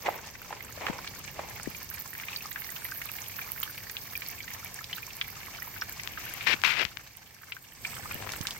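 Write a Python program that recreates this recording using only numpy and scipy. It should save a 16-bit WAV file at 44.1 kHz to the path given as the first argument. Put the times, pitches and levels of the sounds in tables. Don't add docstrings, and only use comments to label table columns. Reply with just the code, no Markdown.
import sys
import numpy as np
from scipy import signal
from scipy.fft import rfft, irfft
from scipy.io import wavfile
from scipy.ndimage import uniform_filter1d

SR = 44100
rng = np.random.default_rng(int(sys.argv[2]) if len(sys.argv) > 2 else 0)


def int16_out(signal):
    q = np.round(np.clip(np.atleast_2d(signal).T, -1, 1) * 32767)
    wavfile.write(sys.argv[1], SR, q.astype(np.int16))


N = 378819
TIME = np.arange(N) / SR


def spray(level):
    # f/Hz, level/dB
    spectrum = [(150, -39.5), (250, -8), (396, -14), (711, -1), (1070, 2), (1300, -3.5), (2220, 3.5),
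                (3200, -4), (3990, -4.5), (4680, -2), (6120, -0.5), (10000, -12), (11000, -8), (14300, -31),
                (22000, -120)]
    spurts = gain_of(3.1 * wander(80) + 2 * wander(18))
    patter = coloured(droplets(349.4, 10880, per_band_per_s=420, bands=14) * spurts, spectrum)
    wash = coloured(pair_noise(0.052), spectrum)
    return level * panned(-0.42) * (gain_of(-1) * patter + gain_of(-6.5) * wash)


def droplets(lo_hz, hi_hz, per_band_per_s, bands, spread_db=2.5):
    edges, out = np.geomspace(lo_hz, min(hi_hz, .45 * SR), bands + 1), np.zeros((2, N))
    for band in zip(edges, edges[1:]):
        when, strength, side, sign = rng.random((int(per_band_per_s * N / SR), 4)).T
        size = np.sign(sign - .5) * gain_of(spread_db * np.minimum(-np.log(1 - strength), 5))
        left_at = (when * (N - 20)).astype(int) + 10
        right_at = left_at + np.round(10 * (side - .5)).astype(int)
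        clicks = evened(np.array([np.bincount(at, size, N) for at in (left_at, right_at)]))
        out += filtered(clicks + 1e-12, 2, band, "bandpass")
    return evened(out)


def drips(level):
    # t/s, level/dB, f/Hz, left-right/dB, sharpness of the ring
    landings = [(0.352, -33.5, 1960, -1, 6.6), (0.606, -32, 2050, -9, 3), (1.562, -33, 2200, -3, 4),
                (1.658, -34, 1900, -3, 5.9), (1.748, -29, 2430, 0, 5), (1.913, -35, 1560, -6, 3.4),
                (2.059, -35, 1140, -1, 3), (2.1312, -30.5, 1870, -4, 6), (2.151, -29.5, 1900, 0, 2.8),
                (2.1986, -28, 2240, -2, 2.9), (2.2345, -30, 2140, -2, 3.6), (2.2838, -24.5, 2420, 0, 6.3),
                (2.307, -35, 2620, 1, 9.9), (2.33, -28, 2580, 1, 12), (2.361, -21, 4550, -4, 5.8),
                (2.407, -30, 2520, 2, 12), (2.455, -31, 1170, -2, 6.7), (2.515, -31.5, 1960, -3, 1.8),
                (2.5593, -22, 1730, -2, 3.4), (2.6196, -29.5, 2180, -3, 4.9), (2.6901, -30, 1960, -4, 7.9),
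                (2.762, -29.5, 2770, 0, 1.2), (2.851, -26, 2000, -5, 1.7), (2.9186, -26, 1580, -4, 8.6),
                (3.016, -26, 1960, -6, 2.4), (3.056, -34, 1180, -6, 5), (3.0893, -29, 2540, 0, 5.1),
                (3.185, -30, 2150, -7, 4.9), (3.389, -23.5, 1600, -4, 2.7), (3.415, -28, 2380, 1, 7.4),
                (3.488, -35, 2050, -4, 7.9), (3.577, -33.5, 2050, -3, 4), (3.6293, -29, 1400, -2, 0.84),
                (3.6305, -19.5, 3190, 1, 6.4), (3.6765, -31.5, 1650, -16, 4.5),
                (3.7777, -30.5, 2470, -3, 3.3), (3.8968, -29.5, 1920, -4, 2.8),
                (3.9677, -22, 2920, -1, 2.3), (4.153, -21.5, 2430, -2, 16), (4.22, -25.5, 2240, -4, 3.5),
                (4.404, -28, 2270, -4, 12), (4.4787, -28, 2050, -5, 4), (4.503, -30.5, 2170, -3, 5),
                (4.659, -33.5, 2310, -6, 6), (4.7887, -30, 1790, -8, 4), (4.9296, -21, 3110, -2, 5),
                (4.9814, -30, 1630, -6, 3.4), (5.0291, -29.5, 2410, -4, 14), (5.078, -39, 1070, -2, 3),
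                (5.2127, -19, 2350, 0.5, 2.8), (5.2128, -21, 3320, -2, 3), (5.244, -33, 2310, -2, 5.4),
                (5.4134, -37, 1700, -2, 1.5), (5.482, -34.5, 1100, -6, 5.6), (5.548, -32, 2250, -3, 6),
                (5.6212, -28.5, 1940, -9, 3.7), (5.674, -34.5, 975, -3, 6), (5.813, -21.5, 5380, -1, 9.3),
                (5.82, -19.5, 1576, -4, 4.4), (5.9961, -25, 2150, -1, 2.4), (6.1743, -27.5, 1680, 0, 5.6),
                (6.277, -37, 1900, -3, 3.7), (6.4093, -25.5, 2300, -2, 1.5), (7.433, -38, 1520, 0, 3.7),
                (7.5209, -24, 2470, 5, 0.66), (7.566, -33, 1550, 0, 2.9), (7.849, -21, 2320, 0, 3.6),
                (7.92, -32.5, 2190, -1, 3.6), (7.994, -34.5, 815, 1, 8), (8.0567, -27.5, 1200, 2, 5.2),
                (8.108, -27.5, 1500, 5, 4.1), (8.112, -25.5, 2420, 0, 9.3), (8.453, -26.5, 1590, 3, 3.4)]
    lesser = trickle(level, db=3.3, hz=1950, octaves=0.42, spread_db=1.8, count=250)
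    lesser += small_drops(level, db=3.6, hz=5700, octaves=0.35, spread_db=2,
                          sharpness=6, scatter=2.5, count=65)
    fat = np.zeros((2, N))
    for (s, db, hz, pan_db, sharpness), side in zip(landings, rng.uniform(-0.69, 1, len(landings))):
        add(fat, s, panned(pan_db) * plink(db - 7, hz, sharpness, side))
    return lesser + filtered(fat, 4, 5470, "lowpass")


def plink(db, hz, sharpness, side):
    bubble_share = sharpness ** 2 / (sharpness ** 2 + 4.8 ** 2)
    splat = impact(db, hz, sharpness=2.8, scatter=1.7, scatter_s=0.0039, lag_s=side * 0.00021)
    ring, lag = bubble(db, hz), round(side * 0.00013 * SR)
    ring_pair = np.array([np.roll(ring, max(-lag, 0)), np.roll(ring, max(lag, 0))])
    return np.sqrt(1 - bubble_share) * splat + np.sqrt(bubble_share) * ring_pair


def bubble(db, hz, rise_s=0.0017, size=2048):
    t, octaves_per_s = np.arange(size) / SR, rng.uniform(-9.76, 33.6)
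    pitch = hz * 2 ** (octaves_per_s * (np.minimum(t, 4 * rise_s) - rise_s))
    envelope = t / rise_s * np.exp(1 - t / rise_s)
    return gain_of(db) * np.sqrt(2) * envelope * np.sin(2 * np.pi * np.cumsum(pitch) / SR)


def trickle(level, db, hz, octaves, spread_db, count):
    out = np.zeros((2, N))
    moments, chance = rng.integers(0, N, count), np.clip(rng.standard_normal((count, 4)), -1.6, 1.6)
    for at, (size, pitch, side, wet) in zip(moments, chance):
        drop = plink(db + spread_db * size, hz * 2 ** (octaves * pitch), 5 + 2.5 * wet, side)
        add(out, at / SR, level[at] * panned(-2 + 5 * side) * drop)
    return out


def small_drops(level, db, hz, octaves, spread_db, sharpness, scatter, count):
    out = np.zeros((2, N))
    moments, chance = rng.integers(0, N, count), np.clip(rng.standard_normal((count, 3)), -1.7, 1.7)
    for at, (size, pitch, side) in zip(moments, chance):
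        drop = impact(db + spread_db * size, hz * 2 ** (octaves * pitch), sharpness, scatter,
                      scatter_s=0.0035, lag_s=side * .0001)
        add(out, at / SR, level[at] * panned(-2.5 + 7 * side) * drop)
    return out


def spits():
    # t/s, level/dB, f/Hz, left-right/dB
    splashes = [(1.631, -31.5, 7400, -5), (1.961, -39, 8000, -2), (2.077, -38, 8500, -4),
                (2.137, -35, 11500, -8), (2.7025, -32, 8900, -9), (2.9143, -35.5, 5850, 1),
                (3.8968, -34.5, 5450, -6), (4.7428, -30.5, 10000, -3), (4.8422, -31, 3900, -6),
                (5.167, -32, 13000, -4), (6.0339, -33.5, 5460, 3), (8.32, -29.5, 5500, -5)]
    out = np.zeros((2, N))
    for s, db, hz, pan_db in splashes:
        spit = impact(db - 4, hz, sharpness=1.3, scatter=3, scatter_s=.0016, lag_s=.00004)
        add(out, s, panned(pan_db) * spit)
    return out


def mist(level):
    # f/Hz, level/dB
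    spectrum = [(9000, -20), (10000, -18), (11500, -4), (13000, 0), (14500, -.5), (16000, -4)]
    spurts = gain_of(2.3 * wander(70) + 1.6 * wander(16))
    fine = droplets(11300, 20400, per_band_per_s=2330, bands=2) + 0.69 * pair_noise(0.18)
    sizzle = coloured(fine * spurts, spectrum)
    bursts = small_drops(level, db=1.2, hz=13300, octaves=0.1, spread_db=2.9,
                         sharpness=8, scatter=1.8, count=170)
    return level * gain_of(-7) * panned(-9.5) * sizzle + panned(-3) * top_octave(bursts)


def ticks():
    # t/s, level/dB, left-right/dB, f/Hz
    bursts = [(1.845, -33, -8, 13100), (1.901, -27, -10, 14300), (2.0002, -28, -11, 14900),
              (3.117, -26.5, -11, 12900), (3.5192, -20, -14, 13900), (3.602, -25, -11.5, 14000),
              (3.632, -21, -5, 15000), (3.6353, -22.5, -10, 14500), (4.1767, -23, -5, 13100),
              (4.286, -25, -5, 14900), (4.3133, -29, -7, 14800), (4.647, -27, -6.5, 13600),
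              (5.2817, -28.5, -5.5, 13300), (5.628, -26, 1, 13400), (5.896, -27, -1, 13700),
              (6.339, -25.5, 6, 11800), (7.17, -35, -5, 13300), (8.145, -24, -3, 14300)]
    out = np.zeros((2, N))
    for s, db, pan_db, hz in bursts:
        tick = impact(db - 6.5, hz, sharpness=6, scatter=.6, scatter_s=.0012, lag_s=-.00002)
        add(out, s, panned(pan_db) * tick)
    return top_octave(out)


def jet():
    # t/s, f/Hz, level/dB
    gush = [(0, 4500, -58), (1.9, 4670, -49), (2.4, 4554, -54), (4.2, 4690, -49), (7.7, 4710, -61),
            (8.0, 4800, -53), (8.59, 4850, -57)]
    whistle = [(0, 9300, -88), (1.8, 9300, -57), (2.902, 8900, -49.5), (4.2, 9200, -56), (7.0, 8320, -70),
               (7.7, 8200, -54), (7.93, 8150, -44), (8.59, 8100, -51)]
    fizz = [(0, 13300, -64), (1.6, 14800, -56), (2.1, 14700, -44), (2.6, 14500, -43), (3.1, 12500, -43),
            (3.5, 13200, -45), (3.9, 14700, -45), (4.3, 14700, -46), (4.55, 13200, -46), (5.5, 13600, -47),
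            (6.7, 13450, -49), (7.3, 13400, -59), (7.7, 13400, -56), (8.0, 13300, -51), (8.59, 13300, -53)]
    return (hiss_band(gush, half_width_hz=450, pan_db=-12)
            + hiss_band(whistle, half_width_hz=580, pan_db=-30)
            + hiss_band(fizz, half_width_hz=650, pan_db=-6))


def hiss_band(track, half_width_hz, pan_db):
    s, *columns = np.transpose(track)
    hz, db = (np.interp(TIME, s, column) for column in columns)
    slow_noise = filtered(pair_noise(0.058) + 1j * pair_noise(0.085), 2, half_width_hz, "lowpass")
    hiss = (slow_noise * np.exp(2j * np.pi * np.cumsum(hz) / SR)).real
    flutter = gain_of(2.6 * wander(53) + 1.8 * wander(11))
    return gain_of(db - 10.5) * panned(pan_db) * evened(flutter * hiss)


def footsteps():
    # t/s at full weight, level/dB, rise/s, fall/s
    steps = [(0.068, -32.5, 0.018, 0.034), (0.16, -45.5, 0.042, 0.09), (0.52, -47.5, 0.052, 0.12),
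             (0.819, -36, 0.0074, 0.023), (0.869, -37, 0.03, 0.087), (1.393, -39, 0.023, 0.078),
             (8.28, -48, 0.062, 0.13)]
    # f/Hz, level/dB
    crunch = [(120, -24), (200, -11), (285, -11.5), (505, -1), (636, -5.5), (731, -3), (880, 0),
              (1580, -15), (2060, -5.5), (4810, -25.5), (8000, -26.5), (10400, -78), (17600, -120)]
    # t/s, level/dB, f/Hz, left-right/dB, sharpness as a Q
    pebbles = [(0.061, -32, 1980, -10, 1.6), (0.069, -24, 2000, -14, 2.4), (0.082, -17, 706, 3.5, 2.8),
               (0.0878, -14.5, 820, -4, 3), (0.507, -29.5, 790, 1, 2.5), (0.527, -27, 1010, -7, 0.44),
               (0.775, -33.5, 485, 13, 0.38), (0.867, -20, 1650, -5, 0.78), (0.883, -26.5, 1760, 1, 2.8),
               (0.988, -31, 1000, -5, 1.1), (1.045, -34, 1750, -5, 0.54), (1.075, -28, 3020, -2, 0.9),
               (1.392, -24.5, 550, -1, 0.35), (1.598, -31.5, 1230, -3, 0.92)]
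    weight = sum(gain_of(db) * swell(s, s, rise, fall) for s, db, rise, fall in steps)
    out = weight * coloured(crackle(3500, 1.7, 0.59) * gain_of(2.2 * wander(160)), crunch)
    for s, db, hz, pan_db, sharpness in pebbles:
        knock = impact(db - 5.5, hz, sharpness, scatter=1.1, scatter_s=.0022, likeness=.8, lag_s=.00008)
        add(out, s, panned(pan_db) * knock)
    return out


def clacks():
    # t/s, level/dB, f/Hz, left-right/dB
    knocks = [(8.412, -35, 4760, -12), (8.4701, -26.5, 3500, -1), (8.5084, -31.5, 4000, 1)]
    out = np.zeros((2, N))
    for s, db, hz, pan_db in knocks:
        knock = impact(db, hz, sharpness=0.64, scatter=1.6, scatter_s=0.0023, lag_s=-0.000055)
        add(out, s, panned(pan_db) * knock)
    return out


def finger():
    # f/Hz, level/dB
    skin = [(88, -18), (150, -15.5), (561, -22), (836, -12.5), (1010, -5.5), (1160, -7.5), (1540, -1.5),
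            (2370, 4.5), (3350, -4.5), (5270, -12.5), (6710, -22), (9500, -33), (12400, -33), (20900, -120)]
    # start/s, end/s, level/dB, rise/s, fall/s, share of dull drag
    rubs = [(6.42, 6.53, -38.5, .28, .04, .1), (6.469, 6.539, -20.5, .002, .004, .13),
            (6.648, 6.672, -17, .003, .044, .04), (6.8, 6.817, -23, .036, .02, .28),
            (8.18, 8.28, -48, .06, .06, 1)]
    # t/s, level/dB, f/Hz
    snaps = [(6.0749, -26, 2340), (6.6175, -30.5, 2600), (6.6376, -14.5, 1650), (6.8518, -20.5, 2320),
             (6.9716, -28.5, 2120)]
    # t/s, level/dB, starting f/Hz, left-right/dB
    bumps = [(0.899, -22.5, 340, 27), (1.674, -24, 425, 31), (6.54, -30.5, 424, 26),
             (6.852, -33.5, 200, 18), (8.155, -34, 260, 23), (8.408, -27, 232, -27.5)]
    friction = pair_noise(0.61) + .5 * crackle(4000, 1, 0.5)
    slips = coloured(friction * gain_of(2.6 * wander(180)), skin)
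    catches = crackle(2200, 1.6, 0.94)
    drag = coloured(catches, [(40, -26), (150, -15), (800, -10), (1800, -17), (5000, -52), (12000, -61)])
    out = np.zeros((2, N))
    for start, end, db, rise, fall, dull in rubs:
        out += gain_of(db) * swell(start, end, rise, fall) * (slips + dull * drag)
    for s, db, hz in snaps:
        add(out, s, impact(db, hz, sharpness=0.81, scatter=0.38, scatter_s=0.0016, likeness=0.64))
    out *= gain_of([[0], [-32]])
    for s, db, hz, pan_db in bumps:
        add(out, s, panned(pan_db) * thud(db, hz))
    return out


def thud(db, hz, sag_s=0.0067, fade_s=0.0056, size=2048):
    t = np.arange(size) / SR
    pitch = hz * (.15 + .85 * np.exp(-t / sag_s))
    return gain_of(db) * np.exp(-t / fade_s) * np.sin(2 * np.pi * np.cumsum(pitch) / SR)


def grip():
    # t/s, level/dB, f/Hz
    jerks = [(8.204, -34.5, 546), (8.225, -31, 910), (8.2455, -34, 700), (8.2667, -32, 650),
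             (8.273, -28.5, 1210), (8.292, -28.5, 1860), (8.3364, -28.5, 1800), (8.362, -34, 1590)]
    out = np.zeros((2, N))
    for s, db, hz in jerks:
        add(out, s, impact(db - 8, hz, sharpness=.7, scatter=.3, scatter_s=.0012, likeness=.9))
    return panned(15) * out


def wall(x, count=6):
    taps = np.zeros((2, 512))
    for channel in taps:
        channel[rng.integers(60, 500, count)] = rng.choice([-1, 1], count)
    return signal.oaconvolve(x, taps / np.sqrt(count), axes=1)[:, :N]


def yard(x, t60=0.14, size=8192):
    t = np.arange(size) / SR
    tail = pair_noise(0.081, size) * gain_of(-60 * t / t60) * (t > .004)
    return signal.oaconvolve(x, tail / np.linalg.norm(tail[0]), axes=1)[:, :N]


def rumble(level):
    # f/Hz, level/dB
    spectrum = [(12, -38), (20, -14), (49, -3.5), (102, 1.5), (145, -2), (211, -7.5), (242, -8.5),
                (296, -11.5), (500, -12.5), (650, -17), (1100, -120)]
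    return level * panned(0.98) * coloured(pair_noise(.72), spectrum)


def levels():
    # t/s, spray level/dB, mist level/dB
    leak = [(0, -51.5, -44.5), (0.55, -51, -46), (1.2, -48.5, -46), (2.35, -48, -40), (3.299, -47, -38),
            (4.25, -48, -41), (4.6, -47.5, -44.5), (5.9, -48.5, -43), (6.25, -45, -42.5), (6.9, -45, -43.5),
            (7.9, -46.5, -42), (8.59, -46, -43.5)]
    # start/s, end/s, extra level/dB
    moves = [(0.8, 1.704, 2.5), (6.152, 7.717, 3), (8.047, 8.322, 5)]
    s, *columns = np.transpose(leak)
    spray_db, mist_db = (np.interp(TIME, s, db) for db in columns)
    rumble_db = -53.5 + sum(db * swell(start, end, rise=0.18, fall=0.18) for start, end, db in moves)
    dip_db = -10.5 * swell(start=7.1, end=7.75, rise=0.27, fall=0.063)
    return [gain_of(db + dip_db) for db in (spray_db, mist_db, rumble_db)]


def impact(db, hz, sharpness, scatter, scatter_s, likeness=0.051, lag_s=0, size=2048):
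    t, f = np.arange(size) / SR, np.fft.rfftfreq(size, 1 / SR) + 1
    echoes = pair_noise(likeness, size) * (rng.random(size) < .04) * np.exp(-(t / scatter_s) ** 2 / 2)
    blow = (t == 0) + scatter * echoes / np.sqrt((echoes ** 2).sum() / 2 + 1e-12)
    detune = f / hz - hz / f
    delay = np.exp(-2j * np.pi * f * np.maximum([[-lag_s], [lag_s]], 0))
    ring = irfft(rfft(blow) * delay / ((1 + 1j * sharpness * detune) * (1 + .55j * detune) ** 2))
    peak_power = uniform_filter1d((ring ** 2).mean(0), size=176, mode="constant").max()
    return gain_of(db) * ring / np.sqrt(peak_power)


def crackle(per_s, spread_db, likeness):
    size = gain_of(spread_db * np.minimum(rng.exponential(1, N), 5))
    return evened(size * (rng.random(N) < per_s / SR) * pair_noise(likeness))


def pair_noise(likeness, size=N):
    noise = rng.standard_normal((3, size))
    return np.sqrt(likeness) * noise[0] + np.sqrt(1 - likeness) * noise[1:]


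def wander(per_s):
    return np.interp(TIME * per_s, np.arange(N), rng.standard_normal(N))


def swell(start, end, rise, fall):
    return np.exp(-np.maximum(np.maximum((start - TIME) / rise, (TIME - end) / fall), 0))


def coloured(x, spectrum):
    f, db = np.transpose(spectrum)
    hz = abs(np.fft.fftfreq(4096, 1 / SR))
    curve_db = np.maximum(np.interp(np.log(hz + 1), np.log(f + 1), db), -100)
    response = np.exp(np.conj(signal.hilbert(np.log(gain_of(curve_db)))))
    taps = np.fft.ifft(response).real[:2048]
    return evened(signal.oaconvolve(x, taps[None], axes=1)[:, :N])


def filtered(x, order, hz, kind):
    return signal.sosfilt(signal.butter(order, hz, kind, fs=SR, output="sos"), x)


def top_octave(x):
    return filtered(x, 3, 10500, "highpass")


def gain_of(db):
    return 10 ** (np.asarray(db) / 20)


def evened(x):
    return x / np.sqrt(np.mean(x ** 2) + 1e-20)


def panned(db):
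    pair = gain_of([[db / 2], [-db / 2]])
    return pair / pair.mean()


def add(mix, s, sound):
    part = mix[:, max(round(s * SR), 0):][:, :sound.shape[1]]
    part += sound[:, :part.shape[1]]


def scene():
    spray_level, mist_level, rumble_level = levels()
    stones = drips(spray_level) + footsteps() + spits() + clacks()
    patter = spray(spray_level)
    echoes = gain_of(-17) * yard(stones) + gain_of(-7) * wall(patter) + gain_of(-9.5) * wall(stones)
    treble = mist(mist_level) + jet() + ticks()
    return stones + patter + echoes + treble + rumble(rumble_level) + finger() + grip()


def record(dry, dip_hz=9900, edge_hz=16000):
    heard = dry - 0.28 * signal.lfilter(*signal.iirpeak(dip_hz, Q=6, fs=SR), dry)
    band_limit = signal.firwin(511, edge_hz, window=("kaiser", 9), fs=SR)
    return signal.oaconvolve(np.clip(heard, -1, 1), band_limit[None], "same")


dry = scene()
out = record(dry)
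int16_out(out)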